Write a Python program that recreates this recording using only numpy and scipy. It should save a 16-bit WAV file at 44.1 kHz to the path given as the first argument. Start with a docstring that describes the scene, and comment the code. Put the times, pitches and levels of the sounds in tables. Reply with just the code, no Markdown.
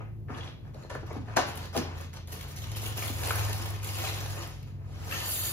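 """Cereal box in a kitchen

A hand fetches a cardboard cereal box, knocks it on the counter, crumples the inner bag open and tips
the cereal into a glass cup. Rustle, cracks and drops are grains and noise bursts shaped by filters;
blows ring box modes, pieces ring cup modes. Outside an engine of a few orders drones past over room hum
and air. It is heard in stereo from a metre or two away.
"""
import sys
import numpy as np
from scipy import signal
from scipy.fft import rfft, irfft, next_fast_len
from scipy.io import wavfile
from scipy.ndimage import uniform_filter1d

SR = 44100
rng = np.random.default_rng(int(sys.argv[2]) if len(sys.argv) > 2 else 0)


def transcribe(signal):
    """Save signal, clipped to [-1, 1], as a 16-bit WAV file at the path in sys.argv[1]."""
    frames = np.atleast_2d(signal).T
    limited = np.clip(frames, -1, 1)
    pcm = np.round(limited * 32767).astype(np.int16)
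    wavfile.write(sys.argv[1], SR, pcm)


N = 243431

# colour of cereal pieces: f/Hz, relative level per Hz/dB
PIECES_COLOUR = [(900, -34.5), (2000, 1), (2800, 3), (4200, 0), (5500, -0.5), (7000, -3.5), (11000, -10.5),
                 (16000, -36.5)]
# colour of the bag's film: f/Hz, relative level per Hz/dB
FILM_COLOUR = [(3500, -60.5), (6800, 2.5), (10000, 8.5), (12000, 5), (14000, 2), (16500, 10.5)]
# the hand working inside the bag: t/s, rustle level/dB
HAND_RUSTLE = [(2.28, -110), (2.36, -50.5), (2.45, -55), (2.6, -54.5), (2.75, -50.5), (2.96, -51),
               (3.11, -52), (3.25, -39.5), (3.37, -39.5), (3.55, -44.5), (3.68, -45), (3.82, -53.5),
               (3.9, -58), (4.0, -45), (4.17, -45.5), (4.44, -49), (4.6, -63.5), (4.74, -78), (4.9, -110)]


def rustle():
    """Cereal pieces clicking together, the cardboard they shake and the fizz of the bag."""
    # colour of the cardboard: f/Hz, relative level per Hz/dB
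    cardboard_colour = [(150, -15.5), (300, 0), (700, 0), (1100, -2.5), (1500, -5), (2000, -9.5),
                        (2600, -10.5), (6000, -51)]
    (level, rumble, fizzing), sliding = handling()
    even = np.sqrt(sliding) * np.array([grains(15000., 0.53, 1.0, 0.024) for _ in range(2)])
    rest = np.sqrt(abs(1 - sliding))
    clicks = even[0] + rest * grains(per_s=4000., spread_db=2.5, clump_db=4.0, clump_s=0.018)
    fizz = even[1] + rest * grains(per_s=9200.0, spread_db=1.0, clump_db=4.5, clump_s=.005)
    scrape = grains(per_s=3000., spread_db=1.4, clump_db=0.5, clump_s=0.0081)
    pieces = coloured(clicks * level, PIECES_COLOUR)
    film = coloured((1.65 * clicks + 1.0 * fizz) * fizzing, FILM_COLOUR)
    board = coloured((0.36 * clicks + 0.5 * scrape) * rumble, cardboard_colour)
    return patchy(pieces + film) + board + clacks(level)


def handling():
    """Sums the powers of all gestures: gains of rustle, rumble and fizz, and the share of even sliding."""
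    # separate grips and tugs on box and bag: start t/s, rise/s, length/s, rustle level/dB,
    # rumble drive re rustle/dB, fizz drive re rustle/dB, share of even sliding (0-1)
    grip_rows = [(0, 0.00023, 0.0018, -67.5, 28.5, -26, 1), (0.275, 0.027, 0.087, -61, 20.5, -30, 0.88),
                 (0.303, 0.084, 0.18, -57, 12.5, -35, 0.4), (0.603, 0.072, 0.053, -70, 18.5, -11, 0.9),
                 (0.734, 0.0055, .12, -63, 13, -15, 0.86), (0.892, 0.0077, 0.063, -52.5, 11.5, -22, 0.4),
                 (1.04, 0.025, .13, -57, 12.5, -20, 0.02), (1.245, 0.038, 0.15, -56, 14.5, -19, 0.14),
                 (1.361, 0.004, 0.02, -32, 7, -24, 0.4), (1.445, 0.033, 0.043, -45.5, 11.5, -6, 0.55),
                 (1.518, 0.024, 0.13, -51, 9, -7.5, 1), (1.728, 0.041, 0.037, -40, 11, -6.5, 0.87),
                 (1.845, 0.01, 0.11, -59.5, 16.5, -24, 0.75), (1.947, 0.062, 0.063, -46.5, 6.5, -8, 0.03),
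                 (2.125, 0.0067, 0.052, -54, 8, -12, 0.35), (2.272, 0.0076, 0.022, -53, 7, -3, 0),
                 (2.316, 0.0084, 0.008, -44.5, 4.5, 2.5, 0.5), (2.475, .006, 0.025, -52, -4, -0.5, 0),
                 (2.555, 0.0078, 0.037, -47.5, -23, -3.5, 0.74), (2.756, 0.0064, 0.012, -42, -4, -1, 1),
                 (2.809, 0.051, 0.043, -38, 3, 0.5, 0), (2.955, 0.021, 0.13, -41, 3, 0, 0.84),
                 (3.113, 0.018, 0.11, -50, -7, 3.5, 1), (3.817, .016, 0.25, -45, 2, -1.5, 0.97),
                 (4.015, 0.025, 0.077, -41.5, 3, -5, 0.4), (4.342, 0.012, 0.07, -55.5, 15, -8, 0.8),
                 (4.664, 0.0099, 0.0066, -59.5, 10.5, -7, 0.1)]
    # cereal sliding down the tipped box: t/s, rustle level/dB, rumble and fizz drives re rustle/dB
    slide_rows = [(4.6, -110, 26, -13), (4.8, -79, 22, -6), (4.89, -63.5, 9.5, -14), (5.08, -49.5, 8.5, -2),
                  (5.16, -39, 0, -4), (5.24, -44, 5.5, -2), (5.3, -45, 1.5, 12.5), (5.52, -47.5, 5.5, 9.5)]
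    rise_from_db, fall_db_per_s = -15.5, 243
    t, power = np.arange(N) / SR, np.zeros((4, N))
    hand_db = by_time(HAND_RUSTLE)[0]
    hand_fizz_db = -4 + 0.43 * (hand_db + 46.5)  # harder crumpling brings out more film fizz
    gestures = [(hand_db, 6, hand_fizz_db, 0.33), (*by_time(slide_rows), 0.88)]
    for s, rise, length, db, *rest in grip_rows:
        end = max(rise, length)
        shape_db = np.interp(t - s, [-1e-4, 0, rise, end, end + .3],
                             [-99, rise_from_db, 0, 0, -.3 * fall_db_per_s], right=-99)
        gestures.append((shape_db + db, *rest))
    for level_db, rumble_db, fizz_db, sliding in gestures:
        sliding, level = np.clip(sliding, 0, 1), gain_of(2 * level_db)
        power += [level, level * sliding, level * gain_of(2 * rumble_db), level * gain_of(2 * fizz_db)]
    return np.sqrt(power[[0, 2, 3]]), power[1] / power[0]


def patchy(x):
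    """Patches of time and pitch swell and sink at random, as pieces and folds move."""
    z = signal.stft(x, nperseg=256, noverlap=192)[2]
    patch = smooth_patches(z.shape, frames=24)
    shifted = signal.istft(z * gain_of(2 * patch), nperseg=256, noverlap=192)[1][:N]  # 2 dB rms
    return shifted * np.linalg.norm(x) / np.linalg.norm(shifted)


def clacks(level):
    """A hollow piece rings a few cycles at its own pitch; lesser ones fall at random with the rustle."""
    # larger pieces clacking together: t/s, peak level/dB, f/Hz
    clack_rows = [(2.6394, -48, 2610), (2.7, -42, 2760), (2.7501, -35, 2970), (2.771, -31, 2710),
                  (2.796, -37, 3000), (2.982, -33, 2830), (3.0244, -26, 2240), (3.2714, -30, 2050),
                  (3.3546, -28, 1630), (3.4094, -37, 1870), (3.4814, -35, 1980), (3.6594, -40, 3320),
                  (3.7993, -39, 2420), (3.8494, -40, 2130), (3.901, -35, 2060), (3.9644, -41, 2920),
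                  (4.1194, -37, 2540), (4.435, -39, 3070)]
    out, t = np.zeros(N), np.arange(1200) / SR

    def ring(hz):
        """Builds in about a cycle and is 60 dB down after 16."""
        return gain_of(-60 * t * hz / 16) * (1 - np.exp(-t * hz)) * np.sin(2 * np.pi * hz * t)

    rattles = rng.standard_normal((len(clack_rows), len(t))) * gain_of(-60 * t / 0.0083)
    for (s, peak_db, hz), rattle in zip(clack_rows, rattles):
        clack = signal.fftconvolve(rattle, ring(hz))
        add(out, s, gain_of(peak_db) * clack / abs(clack).max())
    lesser_db = -9  # re rustle
    hits = grains(per_s=250., spread_db=1.2, clump_db=1.5, clump_s=.03) * level * gain_of(lesser_db)
    pitches = np.geomspace(2200, 8000, num=9)  # Hz
    piece = rng.integers(0, len(pitches), N)
    for k, hz in enumerate(pitches):
        out += signal.oaconvolve(hits * (piece == k), ring(hz) / np.linalg.norm(ring(hz)))[:N]
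    return out


def snaps():
    """Each fold of the bag gives a sharp crack, 60 dB down in 31 ms; lesser folds fall at random."""
    # the sharpest folds: t/s, starting level/dB, lower part of the crack re that level/dB
    sharp_folds = [(0.7448, -56, -5), (0.9125, -67, 5), (0.9354, -66, -2), (0.949, -45, -3),
                   (1.066, -51, -5), (1.1293, -49, -3), (1.3648, -34.5, 0), (1.3687, -27, 3),
                   (1.4871, -35, -18), (1.556, -36, -24), (1.5732, -32.5, -5.5), (1.6553, -45.5, 3),
                   (1.764, -30, -3), (1.7755, -30.5, 3.5), (2.0104, -40, -8), (2.1372, -42.5, -3),
                   (2.2738, -41.5, -6), (2.3074, -48, -11), (2.323, -51, -9), (2.411, -36, -4),
                   (2.427, -39, -7), (2.487, -48, -7), (2.521, -45, -8), (2.5617, -39, -9),
                   (2.5866, -44, -4), (2.671, -43, -2), (2.697, -47, -4), (2.7167, -38, 1),
                   (2.7694, -29, -21), (2.817, -35, -12), (2.8371, -32, -9), (2.88, -35, -29),
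                   (2.9733, -29, -26), (3.077, -30, -24), (3.2337, -30, -4), (3.3424, -39, 0),
                   (3.3562, -24.5, -21), (3.4492, -31, -26), (3.529, -29, -3), (3.6578, -33.5, -5),
                   (3.7041, -33.5, -23), (3.8303, -39, -2), (3.8453, -31, -8), (3.8722, -32, -21),
                   (3.985, -32, -4), (4.305, -38, -5), (4.4229, -48, -2), (4.4743, -39, -26),
                   (4.628, -48, -1), (5.1116, -36, -5), (5.2531, -37, -12)]
    small_count, small_db, small_spread_db, small_low_db = 90, 0, 5, -4  # small_db is re rustle
    high, low, t = np.zeros(N), np.zeros(N), np.arange(1500) / SR
    when, size = rng.random((small_count, 2)).T
    first_s, last_s = HAND_RUSTLE[0][0], HAND_RUSTLE[-1][0]
    when = first_s + when * (last_s - first_s)
    level_db = np.interp(when, *np.transpose(HAND_RUSTLE)) + small_db + small_spread_db * (2 * size - 1)
    folds = sharp_folds + [(s, db, small_low_db) for s, db in zip(when, level_db)]
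    cracks = rng.standard_normal((len(folds), 1500)) * gain_of(-60 * t / 0.031)
    for (s, start_db, low_db), crack in zip(folds, cracks):
        add(high, s, gain_of(start_db) * crack)
        add(low, s, gain_of(start_db + low_db) * crack)
    return coloured(high, FILM_COLOUR) + coloured(low, PIECES_COLOUR)


def knocks():
    """A short crush of the cardboard rings the box modes that lie near the pitch of the contact."""
    # blows on the box: t/s, peak level/dB, contact f/Hz, spread/octaves (at least .1),
    # crush length/s (held to .001-.05), share of the ring left by the hand (held to .05-.6)
    blow_rows = [(0.285, -39.5, 1720, 0.23, 0.065, 0.13), (.296, -35.5, 1220, 0.19, 0.073, 0.5),
                 (.318, -41.5, 1020, 0.32, .04, 0.3), (.345, -39, 3000, 0.35, .05, 0.2),
                 (.43, -39, 3100, 0.37, 0.056, 0.2), (.5, -46, 3000, .4, .05, .1),
                 (.472, -43, 4100, 0.22, .015, 0.2), (0.292, -34, 276, 0.25, 0.027, 0.6),
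                 (0.407, -34.5, 3240, 0.26, 0.018, 0.27), (0.476, -33.5, 3160, 0.24, 0.0085, 0.07),
                 (0.653, -46, 1210, 1.2, 0.0055, 0.3), (0.746, -41, 603, 0.16, 0.033, 0.5),
                 (.745, -46, 4300, .2, .008, 0.2), (0.835, -46.5, 4300, .2, 0.021, 0.5),
                 (.838, -42, 900, 0.82, 0.014, 0.24), (.848, -37.5, 540, 0.17, 0.011, 0.14),
                 (0.9, -36, 1420, 0.39, 0.065, 0.6), (.913, -30.5, 560, 0.19, 0.015, 0.2),
                 (.951, -26, 1260, 0.39, 0.023, 0.43), (0.956, -28, 600, 0.17, 0.019, 0.1),
                 (1.031, -32, 344, 0.8, 0.04, 0.07), (1.104, -29.5, 387, 1.1, 0.025, 0.6),
                 (1.108, -43, 1950, 0.16, 0.044, 0.7), (1.15, -35, 534, 0.7, 0.062, 0.3),
                 (1.163, -28.5, 270, 0.41, 0.015, 0.33), (1.178, -44, 656, 0.49, 0.029, 0.6),
                 (1.233, -49, 800, .5, .015, 0.3), (1.281, -40, 1300, 0.58, 0.032, 0.6),
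                 (1.297, -43, 1400, 0.38, .04, 0.4), (1.3652, -24, 1900, 0.4, 0.003, 0.1),
                 (1.369, -19, 5760, 0.22, 0.0012, 0.5), (1.3686, -11, 734, 0.17, 0.0028, 0.4),
                 (1.3688, -17.5, 1520, 0.24, 0.0032, 0.67), (1.371, -18.5, 260, 0.54, 0.015, 0.1),
                 (1.374, -11, 1490, 0.24, 0.01, 0.17), (1.379, -16, 696, 0.93, 0.018, 0.05),
                 (1.387, -18.5, 684, 0.37, 0.024, 0.5), (1.402, -27, 1500, 0.84, 0.019, 0.7),
                 (1.577, -34.5, 506, 1.3, 0.022, 0.3), (1.654, -42, 1500, 0.48, 0.023, 0),
                 (1.73, -44, 700, 0.22, 0.016, 0.4), (1.749, -26.5, 890, 0.33, 0.024, 0.4),
                 (1.757, -21, 442, 0.78, 0.034, 0), (1.763, -19.5, 545, 0.31, 0.034, 0.13),
                 (1.766, -33, 4300, 0.51, .004, .3), (1.776, -29, 3600, 0.65, 0.0027, 0.5),
                 (1.778, -26, 690, 0.16, 0.024, 0.55), (1.765, -20.5, 214, 0.65, 0.043, 0.4),
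                 (1.788, -26.5, 270, 0.41, 0.04, 0.17), (1.812, -39, 400, .5, 0.026, 0.5),
                 (1.848, -32, 700, 0.64, 0.057, 0.2), (2.861, -42, 3930, 0.53, 0.0088, 0.5),
                 (2.768, -35, 800, .4, .012, .3), (3.1, -32.5, 273, 0.33, 0.023, 0.3),
                 (3.287, -32, 2050, .2, .006, .3), (3.3066, -18.5, 1370, .1, .004, .4),
                 (3.3075, -26, 2450, .15, .006, .4), (3.311, -27, 650, .3, .006, .3),
                 (3.988, -38, 1130, 0.17, .05, 0.26),           (4.047, -31, 2880, 0.38, 0.014, 0.5)]
    # modes of the undamped box: f/Hz, relative level/dB, t60/s
    box_modes = [(150, -9, .1), (255, -6, .09), (370, -6, .08), (480, -5, .07), (600, -2, .06),
                 (720, 0, .06), (820, -2, .05), (920, -2, .05), (1060, -2, .05), (1200, -3, .04),
                 (1340, -3, .04), (1480, -3, .04), (1690, -3, .035), (2050, -5, .03), (2480, -5, .03),
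                 (2950, -5, .025), (3300, -5, .025), (4300, -6, .02), (5300, -7, .015), (6300, -7, .015)]
    out, t = np.zeros(N), np.arange(3000) / SR
    chance = rng.standard_normal((len(blow_rows), 2000 + len(box_modes)))
    hz, db, t60 = np.transpose(box_modes)[:, :, None]
    for (s, peak_db, contact_hz, octaves, crush_s, free), luck in zip(blow_rows, chance):
        near_db = -6 * (np.log2(hz / contact_hz) / max(octaves, .1)) ** 2
        spot = 1 + .02 * luck[2000:, None]  # another spot of the box, slightly other modes
        fade_db = -60 * t / (t60 * np.clip(free, .05, .6))
        ring = np.sum(gain_of(db + near_db + fade_db) * np.sin(2 * np.pi * hz * spot * t), axis=0)
        ring *= 1 - np.exp(-t * contact_hz)  # the contact takes about one cycle to build
        ring = signal.lfilter(*signal.butter(2, 130, "high", fs=SR), ring)  # a small box: no deep bass
        crush = luck[:2000] * gain_of(-60 * t[:2000] / np.clip(crush_s, .001, .05))
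        crush *= 1 - 0.68 * np.exp(-t[:2000] / (crush_s / 8))  # the board gives before it resists
        crush[:3] += .8  # the first touch
        blow = signal.fftconvolve(crush, ring)
        add(out, s, gain_of(peak_db) * blow / abs(blow).max())
    return out


def pour():
    """Each piece that lands rings one mode of the cup; low modes ring out until cereal covers its floor."""
    # cereal landing in the cup: t/s, level/dB
    landing = [(5.08, -78), (5.11, -48), (5.16, -45), (5.22, -49.5), (5.26, -40), (5.3, -41.5),
               (5.36, -38.5), (5.43, -35.5), (5.52, -40)]
    # modes of the cup: f/Hz, relative level/dB, t60/s
    glass_modes = [(1316, 3, .015), (1754, 2, 0.028), (2260, 0, 0.0091), (2723, 0.5, 0.05), (3080, 7, .015),
                   (3600, 9, 0.012), (4100, 6, 0.014), (4400, 10.5, 0.029), (6300, 1, 0.041),
                   (7350, 7.5, 0.063), (8300, 8, 0.055), (11400, -2, .012), (11400, 4, .012),
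                   (12700, 9, 0.011), (13500, 14, 0.012)]
    empty_db, empty_below_hz, fill_s = 17, 3200, 0.16
    mode_spread = 0.029  # modes shift with where a piece lands and how full the cup is
    start, t, out = round(landing[0][0] * SR), np.arange(2500) / SR, np.zeros(N)
    drops = grains(per_s=6000., spread_db=1.5, clump_db=1.5, clump_s=0.013)
    drops = (drops * gain_of(by_time(landing)[0]))[start:]
    empty = gain_of(empty_db * np.exp(-(np.arange(N - start) / SR / fill_s) ** 4))
    modes = [(hz * (1 + mode_spread * spot), db, t60)
             for hz, db, t60 in glass_modes for spot in rng.standard_normal(3)]
    mode = rng.integers(0, len(modes), N)[start:]
    rings = np.array([gain_of(db - 60 * t / t60) * np.sin(2 * np.pi * hz * t) for hz, db, t60 in modes])
    rings *= np.sqrt(len(modes)) / np.linalg.norm(rings)
    for k, ring in enumerate(rings):
        hits = drops * (mode == k) * (empty if modes[k][0] < empty_below_hz else 1)
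        out[start:] += signal.fftconvolve(hits, ring)[:N - start]
    return out


def drone():
    """Low orders of the engine sink in pitch as it passes; steady low tones of the room waver slightly."""
    # passing engine: t/s, then level/dB of its 4th, 5th and 6th order
    order_levels = [(0.1, -52, -45.5, -63), (0.46, -50.5, -43, -63), (0.82, -54, -50, -49),
                    (1.1, -44, -52, -46), (1.36, -53, -42, -73), (1.56, -43, -51, -64),
                    (2.0, -43.5, -59.5, -81), (2.44, -46, -62, -71), (2.62, -46.5, -41, -77),
                    (2.9, -45, -37.5, -44), (3.3, -39, -37.5, -66), (3.55, -44, -33, -70),
                    (3.88, -50, -38.5, -74), (4.08, -44, -38, -49), (4.35, -66, -38.5, -65),
                    (4.62, -68, -47.5, -59), (4.96, -49.5, -38, -62), (5.45, -53, -44, -50)]
    # cycle rate of the engine: t/s, f/Hz
    cycle_rate = [(0, 21.7), (1.6, 21.8), (2.6, 21.05), (5.52, 18.85)]
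    # steady low tones of the room: f/Hz, level/dB
    hum_tones = [(56.5, -52), (112, -62), (141, -53)]
    turns, t = np.cumsum(by_time(cycle_rate)[0]) / SR, np.arange(N) / SR

    def tone(db, cycles, wobble):
        """A sine with a random start; wobble is a phase in radians."""
        return gain_of(db) * np.sin(2 * np.pi * (cycles + rng.random()) + wobble)

    engine = [tone(db + 1.8 * drift(0.15), k * turns, 0.04 * drift(0.026))
              for k, db in zip((4, 5, 6), by_time(order_levels))]
    whine = tone(-59 - 4.0 * t, 16 * turns, 0.098 * drift(0.037))  # a thin 16th order, fading 4 dB/s
    hum = [tone(db + 2 * drift(.15), hz * t, .4 * drift(.1)) for hz, db in hum_tones]
    return np.sqrt(2) * (sum(engine) + whine + sum(hum))  # levels are rms


def air():
    """Steady background of the room: shaped noise, unrelated at two points, at -46.5 dB rms."""
    # colour of the room air: f/Hz, relative level per Hz/dB
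    air_colour = [(20, -30), (40, 4), (70, 7.5), (110, 9), (170, 2), (340, -8.5), (700, -18), (1500, -37),
                  (3000, -38), (6000, -43), (16000, -43)]
    z = rfft(rng.standard_normal((2, N))) * gain_of(by_hz(air_colour, np.fft.rfftfreq(N, 1 / SR)))
    return gain_of(-46.5) * evened(irfft(z, N))


def kitchen(loose, sharp, wet_db):
    """Direct sound, its widened copy and sparse dying taps in three sets that take turns steadily."""
    # decay of the room: f/Hz, t60/s
    room_decay = [(200, 0.41), (600, 0.27), (1500, 0.41), (4000, 0.53), (9000, 0.13), (15000, 0.21)]
    x, taps = loose + sharp, np.zeros((3, 2, SR // 2))
    # one tap of either sign in every 20 samples
    at = np.arange(100, SR // 2 - 20, 20) + rng.integers(0, 20, (3, 2, (SR // 2 - 101) // 20))
    np.put_along_axis(taps, at, rng.choice([-1., 1.], at.shape), 2)
    hz, t, z = signal.stft(taps, SR, nperseg=256)
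    decay = gain_of(-60 * t / by_hz(room_decay, hz)[:, None])
    tail = signal.istft(z * decay, SR, nperseg=256)[1]
    tail /= np.linalg.norm(tail, axis=2, keepdims=True)
    turn = np.pi * (2.3 * np.arange(N) / SR + np.arange(3)[:, None] / 3)
    shares = np.sqrt(2 / 3) * abs(np.cos(turn))  # squares sum to 1
    echoes = signal.fftconvolve((shares * x)[:, None], tail, axes=2).sum(0)[:, :N]
    copy = widened(loose, radians=2.5) + widened(sharp, radians=.7)  # blows and snaps are turned less
    direct = np.array([x, copy])
    return (direct + gain_of(wet_db) * echoes) / np.sqrt(1 + gain_of(2 * wet_db))


def widened(x, radians):
    """A widened copy: each patch of time and pitch turns in phase at random."""
    z = signal.stft(x, nperseg=256, noverlap=192)[2]
    phase = np.pi / 2 + radians * smooth_patches(z.shape, frames=20)
    turned = signal.istft(z * np.exp(1j * phase), nperseg=256, noverlap=192)[1][:N]
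    return turned * np.linalg.norm(x) / np.linalg.norm(turned)


def smooth_patches(shape, frames):
    """Smooth chance of rms 1 over pitch and time."""
    over_pitch = uniform_filter1d(rng.standard_normal(shape), size=5, axis=0)
    return evened(uniform_filter1d(over_pitch, size=frames, axis=1))


def grains(per_s, spread_db, clump_db, clump_s):
    """Tiny impacts of either sign, a few large, swelling in clumps; rms 1."""
    size = gain_of(spread_db * np.minimum(rng.exponential(1, N), 5) + clump_db * drift(clump_s))
    return evened(size * rng.standard_normal(N) * (rng.random(N) < per_s / SR))


def drift(seconds):
    """Slow chance of rms 1: noise averaged twice over the given time."""
    size = max(round(seconds * SR), 1)
    return evened(uniform_filter1d(uniform_filter1d(rng.standard_normal(N), size), size))


def coloured(x, spectrum):
    """Causal filter: the phase is minus the Hilbert transform of the log gain."""
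    log_gain = np.log(gain_of(by_hz(spectrum, abs(np.fft.fftfreq(4096, 1 / SR)))))
    taps = np.fft.ifft(np.exp(np.conj(signal.hilbert(log_gain)))).real[:1024]
    return signal.oaconvolve(x, taps / np.linalg.norm(taps), axes=-1)[..., :x.shape[-1]]


def gain_of(db):
    """Decibels to gain."""
    return 10 ** (np.asarray(db) / 20)


def evened(x):
    """Scales to rms 1."""
    return x / np.sqrt(np.mean(x ** 2) + 1e-20)


def by_hz(points, hz):
    """Reads the columns of a table on a log-frequency axis."""
    f, *columns = np.transpose(points)
    return np.squeeze([np.interp(np.log(hz + 1), np.log(f + 1), c) for c in columns])


def by_time(rows):
    """Reads the columns of a curve at every sample."""
    s, *columns = np.transpose(rows)
    return [np.interp(np.arange(N) / SR, s, c) for c in columns]


def add(mix, s, sound):
    """Mixes a sound in at s seconds."""
    part = mix[round(s * SR):][:len(sound)]
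    part += sound[:len(part)]


def scene():
    """Near sounds in the kitchen over the low background, as two signals for the stereo image."""
    near = kitchen(rustle() + pour(), knocks() + snaps(), wet_db=-3.5)
    return near + np.array([drone(), drone()]) + air()


def record(dry):
    """Sets likeness, phase and balance of right against left by pitch; then the band limit."""
    # stereo image by pitch: f/Hz, left-right likeness (0-1), right lead/rad, left level re right/dB
    stereo_image = [(25, .97, 0, 2), (60, .94, .55, 1.6), (170, .88, .4, .3), (340, .45, -.5, -.5),
                    (700, .45, -1.3, 3.5), (1050, .4, -1.2, 4), (1600, .38, -1.6, 1.5), (2700, .4, -2.3, 1),
                    (4300, .3, -3.1, .3), (6000, .47, -4.8, -.3), (6900, .3, -4.5, 0),
                    (7700, .93, -3.25, 0), (8000, .998, -3.14, 0), (8800, .998, -3.14, 0),
                    (9300, .88, -2.7, 0), (10800, .78, -1.2, .3), (11800, .998, 0, 0), (13000, .998, 0, 0),
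                    (13600, .8, .6, 0), (14600, .68, 1.8, .3), (15700, .92, 3.1, 0)]
    edge_hz = 15780
    size = next_fast_len(N + 4096)
    same, lead, balance_db = by_hz(stereo_image, np.fft.rfftfreq(size, 1 / SR))
    same, (first, second) = np.clip(same, 0, 1), rfft(dry, size)
    right = np.exp(1j * lead) * (same * first + np.sqrt(1 - same ** 2) * second)
    half_balance = gain_of(balance_db / 2)
    pair = irfft(np.array([first * half_balance, right / half_balance]), size)[:, :N]
    low_pass = signal.firwin(1023, edge_hz, window=("kaiser", 9), fs=SR)
    return signal.oaconvolve(pair, low_pass[None], "same")


dry = scene()
out = record(dry)
transcribe(out)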